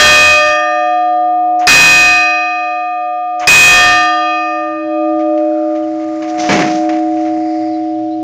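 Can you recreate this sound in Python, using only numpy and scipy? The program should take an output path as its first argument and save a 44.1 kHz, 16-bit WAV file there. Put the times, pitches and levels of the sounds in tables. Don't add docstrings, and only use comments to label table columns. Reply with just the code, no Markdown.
import sys
import numpy as np
from scipy import signal
from scipy.fft import rfft, irfft, next_fast_len
from scipy.io import wavfile
from scipy.ndimage import map_coordinates

SR = 44100
rng = np.random.default_rng(int(sys.argv[2]) if len(sys.argv) > 2 else 0)


def wrap_up_sound(samples):
    columns = np.atleast_2d(samples).T
    tamed = np.clip(columns, -1, 1)
    steps = np.round(tamed * 32767).astype(np.int16)
    wavfile.write(sys.argv[1], SR, steps)


N = 362943
T = np.arange(N) / SR


def undb(db):
    return 10 ** (np.asarray(db) / 20)


def curve(rows):
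    return np.interp(T, *np.transpose(rows))


def fade(start, t60):
    elapsed = np.maximum(T - start, 0)
    return (T >= start) * np.exp(-np.log(1000) * elapsed / t60)


def swells(rows):
    return sum(undb(db) * np.exp(-((T - peak) / half) ** 2) for peak, db, half in rows)


def noise(spectrum):
    hz, db = np.transpose(spectrum)
    size = next_fast_len(N, True)
    bins = np.maximum(np.fft.rfftfreq(size, 1 / SR), 1)
    gain = undb(np.interp(np.log(bins), np.log(hz), db))
    coloured = irfft(gain * rfft(rng.standard_normal(size)))[:N]
    return coloured / coloured.std()


def walk(position):
    return map_coordinates(rng.standard_normal(4096), [position], order=1, mode="wrap")


# f/Hz, level/dB
TOWN_COLOUR = [(15, -36), (30, -24), (60, -7.5), (120, -9), (250, -4.5), (500, -8), (1300, -12),
               (2500, -12.5), (5500, -16), (7500, -29.5)]
# t/s, level/dB
DRONE_LEVEL = [(0, -63), (1.2, -63), (2.2, -75), (4.4, -75.5), (4.7, -64), (8.2, -59.5)]
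# f/Hz, level/dB
DRONE_COLOUR = [(60, -29.5), (100, -19.5), (120, 7.5), (140, -19), (250, -34), (1000, -70.5)]


def town(murmur_db=-59.5, flicker_db=2.5, flickers_per_s=3):
    murmur = undb(murmur_db + flicker_db * walk(T * flickers_per_s)) * noise(TOWN_COLOUR)
    return murmur + undb(curve(DRONE_LEVEL)) * noise(DRONE_COLOUR)


def chirp(start, start_hz, end_hz, length, db):
    part = np.linspace(0, 1, max(int(length * SR), 2))
    waver = 110 * walk(part * length * 400)
    hz = start_hz + (end_hz - start_hz) * part + waver
    call = undb(db) * np.sin(np.pi * part) * np.sin(2 * np.pi * np.cumsum(hz) / SR)
    return np.pad(call, (int(start * SR), N))[:N]


# t/s, start f/Hz, end f/Hz, length/s, level/dB
BIRD_CALLS = [(1.07, 5320, 4260, .06, -57), (2.99, 4970, 4820, 0.097, -63), (5.52, 4700, 4080, 0.033, -69),
              (5.6, 4500, 3730, 0.032, -70), (5.76, 3700, 3000, .05, -70), (5.82, 3200, 2670, 0.039, -55),
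              (7.72, 4100, 3900, .06, -54.5), (7.85, 5000, 4750, 0.087, -64),
              (8.1, 3880, 4120, 0.062, -55.5)]


def birds(flock_db=-73, flock_hz=5000, count=45):
    flock = []
    for when, pitch, fall, size in rng.random((count, 4)):
        start_hz, end_hz = flock_hz * (1 + pitch / 5), flock_hz * (1 - fall / 4)
        length = 0.067 + 0.054 * size
        flock.append((when * N / SR, start_hz, end_hz, length, flock_db + 6 * size))
    return sum(chirp(*row) for row in list(BIRD_CALLS) + flock)


# peak t/s, centre f/Hz, level/dB, half length/s
SWISHES = [(5.6, 1373, -54.5, 0.34), (7.55, 2060, -54.5, .3), (7.58, 4830, -56, .25)]


def sleeves(width=1.3, skirt_db=-22):
    out = np.zeros(N)
    for peak, hz, db, half in SWISHES:
        band = [(hz / width ** 3, 3 * skirt_db), (hz / width, skirt_db), (hz, 0),
                (hz * width, skirt_db), (hz * width ** 3, 3 * skirt_db)]
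        out += swells([(peak, db, half)]) * noise(band)
    return out


# t/s, scrape level/dB, thud level/dB, t60/s
STEPS = [(5.191, -46.5, -79, 0.25), (5.375, -48.5, -77, 0.23), (5.752, -44.5, -83, 0.17),
         (6.005, -50.5, -66, 0.29), (6.22, -43.5, -55, 0.58), (6.381, -39.5, -42.5, 0.28),
         (6.435, -38.5, -42.5, 0.4), (6.491, -22.5, -18.5, 0.53), (6.525, -25, -25, 0.25),
         (6.59, -28.5, -25, 0.46), (6.892, -30.5, -64, 0.12), (6.927, -43.5, -45.5, 0.48),
         (7.168, -48.5, -70, 0.49), (7.25, -45.5, -58, 0.47), (7.369, -66, -39.5, 0.14)]
# peak t/s, level/dB, half length/s
SLIDES = [(6.3, -46.5, 0.022), (6.41, -37, 0.026), (6.54, -33.5, 0.098), (6.74, -40, .08),
          (7.22, -55.5, 0.089)]
# peak t/s, level/dB, half length/s
RUSTLES = [(5.6, -61, 0.58), (6.25, -53.5, 0.5), (6.63, -43.5, 0.32), (7.4, -51.5, 0.48)]
# f/Hz, level/dB
SCRAPE_COLOUR = [(30, -37), (100, -22), (400, 0), (1000, -0.5), (1500, 0), (2200, 4), (2800, -3.5),
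                 (3500, -9.5), (6500, -12), (8000, -35.5)]
# f/Hz, level/dB
THUD_COLOUR = [(15, -37), (35, -20), (70, -18.5), (130, -8.5), (195, 11.5), (300, 0.5), (450, -2.5),
               (800, -5), (1500, -27.5)]
# f/Hz, level/dB
GRIT_COLOUR = [(100, -33), (900, 0.5), (1600, -4.5), (2900, -1.5), (4000, -2.5), (6000, 3.5), (7200, -8)]
# f/Hz, level/dB
RUB_COLOUR = [(20, -34), (60, -13), (180, 3.5), (500, 1), (1200, 2.5), (1600, 1.5), (2100, 3), (3300, -17),
              (5000, -9.5), (7000, -10.5)]


def feet(grit_db=2.0, grit_per_s=180, room_db=-20, room_t60=1.0):
    scrape = sum(undb(db) * fade(start, t60) for start, db, _, t60 in STEPS)
    thud = sum(undb(db) * fade(start, t60) for start, _, db, t60 in STEPS)
    friction = scrape * noise(SCRAPE_COLOUR)
    friction += swells(SLIDES) * noise(GRIT_COLOUR)
    friction += swells(RUSTLES) * noise(RUB_COLOUR)
    catching = undb(grit_db * walk(T * grit_per_s))
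    direct = catching * friction + thud * noise(THUD_COLOUR) + sleeves()
    tail = rng.standard_normal(N) * fade(.015, room_t60)
    tail /= np.linalg.norm(tail)
    return direct + undb(room_db) * signal.fftconvolve(direct, tail)[:N]


# t/s, force level/dB, brightness/(dB per octave)
STROKES = [(-.127, 0.5, 0.5), (1.67, -1.5, 0.5), (3.4723, 0, 0)]
# f/Hz, level/dB
CLANG_COLOUR = [(200, -31.5), (900, -7.5), (1800, 5.5), (2800, -9), (5000, -4.5), (7500, -13.5)]
# f/Hz, level/dB
LATCH_COLOUR = [(300, -23.5), (1500, -9.5), (3500, -7.5), (6500, 6), (7500, -5)]
# f/Hz, level/dB
SWING_COLOUR = [(300, -15.5), (1000, 1.5), (2200, -0.5), (3200, -7.5), (7500, -44.5)]


def hammer(tick_db=6, tick_hz=5000, tick_t60=0.018, clang_db=2, clang_t60=0.7,
           lift_s=0.077, latch_db=-37, latch_t60=0.31, swing_db=-30):
    clang, latch, swing = noise(CLANG_COLOUR), noise(LATCH_COLOUR), noise(SWING_COLOUR)
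    out = np.zeros(N)
    for hit, force, _ in STROKES:
        out += undb(latch_db) * latch * fade(hit - lift_s, latch_t60)
        from_mid_swing = (T - hit + lift_s / 2) / (lift_s / 2)
        out += undb(swing_db) * swing * np.exp(-2 * from_mid_swing ** 2)
        tick = np.sin(2 * np.pi * tick_hz * (T - hit))
        out += undb(force + tick_db) * tick * fade(hit, tick_t60)
        out += undb(force + clang_db) * clang * fade(hit + 0.0028, clang_t60)
    return out


# f/Hz, level/dB, t60/s
PARTIALS = [(317.9, -29, 25), (601.6, -22, 14), (722.7, -12, 11), (960, -32, 3.2), (1211.3, -4.5, 4.3),
            (1532.5, -5, 1.6), (1591, -25, 1.8), (1652, -8, 2), (1816.6, 3, 1.9), (2504.7, 10, 1.8),
            (2551, -16, 1.4), (2637, -6, 1.1), (2739, -13, 1.4), (2815.5, -11, 1.6), (3194, -11, .7),
            (3394, -16, 1.1), (3644, -23, 1.5), (3837, -24, 1.3), (4043, -3.5, 1.55), (4662, -20, 1.1),
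            (5663.5, -6, 1.25), (7051, -25, 1.1), (7259, -15, 1), (3231, -17, 1.8), (3255, -2, 1.9),
            (4825, -26, 1.9), (4851.5, -2, 1.25), (6417, -25, 1.7), (6467, -15, 1.25)]
# t/s, level/dB
HUM_LEVEL = [(0, -4), (1.55, 7), (2.202, 2), (3.25, -10.5), (3.7, 3), (4.622, 2.5), (5.101, 8.5),
             (6.35, 7.5), (6.898, 14.5), (8.2, 13.5)]
# t/s, level/dB
PRIME_LEVEL = [(0, 12.5), (.5, 12), (1.8, -2.5), (2.6, -4), (4.1, -3), (5.501, 10), (6.1, 1), (6.8, 8.5),
               (8.202, 7)]
# t/s, level/dB
TIERCE_LEVEL = [(0, -4), (.45, -6.5), (.95, 8), (1.669, 12.5), (1.708, -2.5), (2.099, 2), (3.9, 4),
                (4.6, -2), (6.05, -8.5), (6.45, 4.5), (8.2, 5)]
# f/Hz, level rows
LONG_RINGING = [(318, HUM_LEVEL), (601, PRIME_LEVEL), (723, TIERCE_LEVEL)]
# t/s, f/Hz, depth level/dB, half width/s
NODES = [(.01, 2505, -16.5, 0.14), (.37, 1817, -12, 0.035), (.38, 1652, -14, 0.087), (.43, 2505, -6, 0.05),
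         (0.489, 3255, -14.5, 0.028), (.6, 4043, -17.5, 0.22), (1.19, 2505, -23.5, 0.39),
         (2.301, 3255, -12.5, 1.4), (1.9, 1211, -3, 0.81), (4.171, 2505, -23.5, 0.24),
         (4.35, 1652, -18, .35), (4.449, 3255, -8.5, 0.11), (4.52, 1532, -14.5, .13),
         (4.7, 4043, -11.5, .3), (4.7, 2505, -9.5, 0.16), (4.76, 3255, -12, .08), (4.8, 723, -23.5, 0.19),
         (4.87, 1211, -11.5, .07), (4.88, 2505, -19, 0.055), (5.0, 1817, -16, 0.059),
         (5.1, 3280, -18.5, 0.046), (5.179, 2505, -14.5, 0.099), (5.369, 2505, -8.5, 0.037),
         (5.5, 1211, -17.5, 0.59), (5.92, 1211, -12, 0.11), (6.2, 723, -9.5, 0.075)]


def standing_wave(hz):
    gain = np.ones(N)
    for centre, rows in LONG_RINGING:
        if abs(hz / centre - 1) < .006:
            gain *= undb(curve(rows))
    for crossing, node_hz, depth_db, half in NODES:
        nearest_hz = min((row[0] for row in PARTIALS), key=lambda f: abs(f - node_hz))
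        if hz == nearest_hz:
            away = ((T - crossing) / half) ** 2
            gain *= np.sqrt((away + undb(depth_db) ** 2) / (away + 1))
    return gain


# t/s, pace from 0 to 1
PACE = [(0, 0.52), (.7, 0.97), (1.3, 0), (3.6, 0.76), (4.2, 0.97), (8.2, .5)]
# t/s, level/dB
TWIN_LEVEL = [(0, -20), (1.5, -5), (3.3, -3), (5.5, -18), (8.2, -13)]


def bell(wander_db=6.0, wander_hz=3500, nodes_per_s=6, build_s=0.0097, prime_hz=601, beat_hz=2.64):
    pace = np.abs(curve(PACE))
    path = np.cumsum(pace) / SR * nodes_per_s
    blooms = [1 - np.exp(-np.maximum(T - hit, 0) / build_s) for hit, _, _ in STROKES]
    turns = 2 * np.pi * (T - STROKES[-1][0])
    out = np.zeros(N)
    for hz, db, t60 in PARTIALS:
        octaves = np.log2(hz / 1211)
        energy = np.zeros(N)
        for (hit, force, bright), bloom in zip(STROKES, blooms):
            energy += (undb(force + bright * octaves) * bloom * fade(hit, t60)) ** 2
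        shortness = min(hz / wander_hz, 1)
        drift = np.minimum(walk(path * shortness), 1)
        sway_db = wander_db * shortness * pace * drift
        tone = np.cos(hz * turns)
        if abs(hz - prime_hz) < 10:
            tone += undb(curve(TWIN_LEVEL)) * np.cos((hz - beat_hz) * turns)
        out += undb(db + sway_db) * standing_wave(hz) * np.sqrt(energy) * tone
    return out


# t/s, level/dB
LOUDNESS = [(0, 1.5), (2.5, 1), (3.45, 6.5), (3.7, 0.5), (4.43, 3.5), (5.1, 10.5), (8.2, 10.5)]


def scene():
    mix = town() + birds() + feet() + hammer() + bell()
    return (undb(curve(LOUDNESS)) * mix)[None]


def low_pass(x, hz):
    return signal.sosfilt(signal.ellip(10, .2, 70, hz, fs=SR, output="sos"), x)


def record(dry, input_limit=0.69, output_limit=0.7, recorder_rate=16000, band_hz=7500, top_hz=15850):
    sampled = signal.resample_poly(low_pass(dry, band_hz), recorder_rate, SR, axis=1)
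    clipped = np.clip(sampled, -input_limit, input_limit)
    played = signal.resample_poly(clipped, SR, recorder_rate, axis=1, window="blackmanharris")[:, :N]
    return low_pass(np.clip(played, -output_limit, output_limit), top_hz)


dry = scene()
out = record(dry)
wrap_up_sound(out)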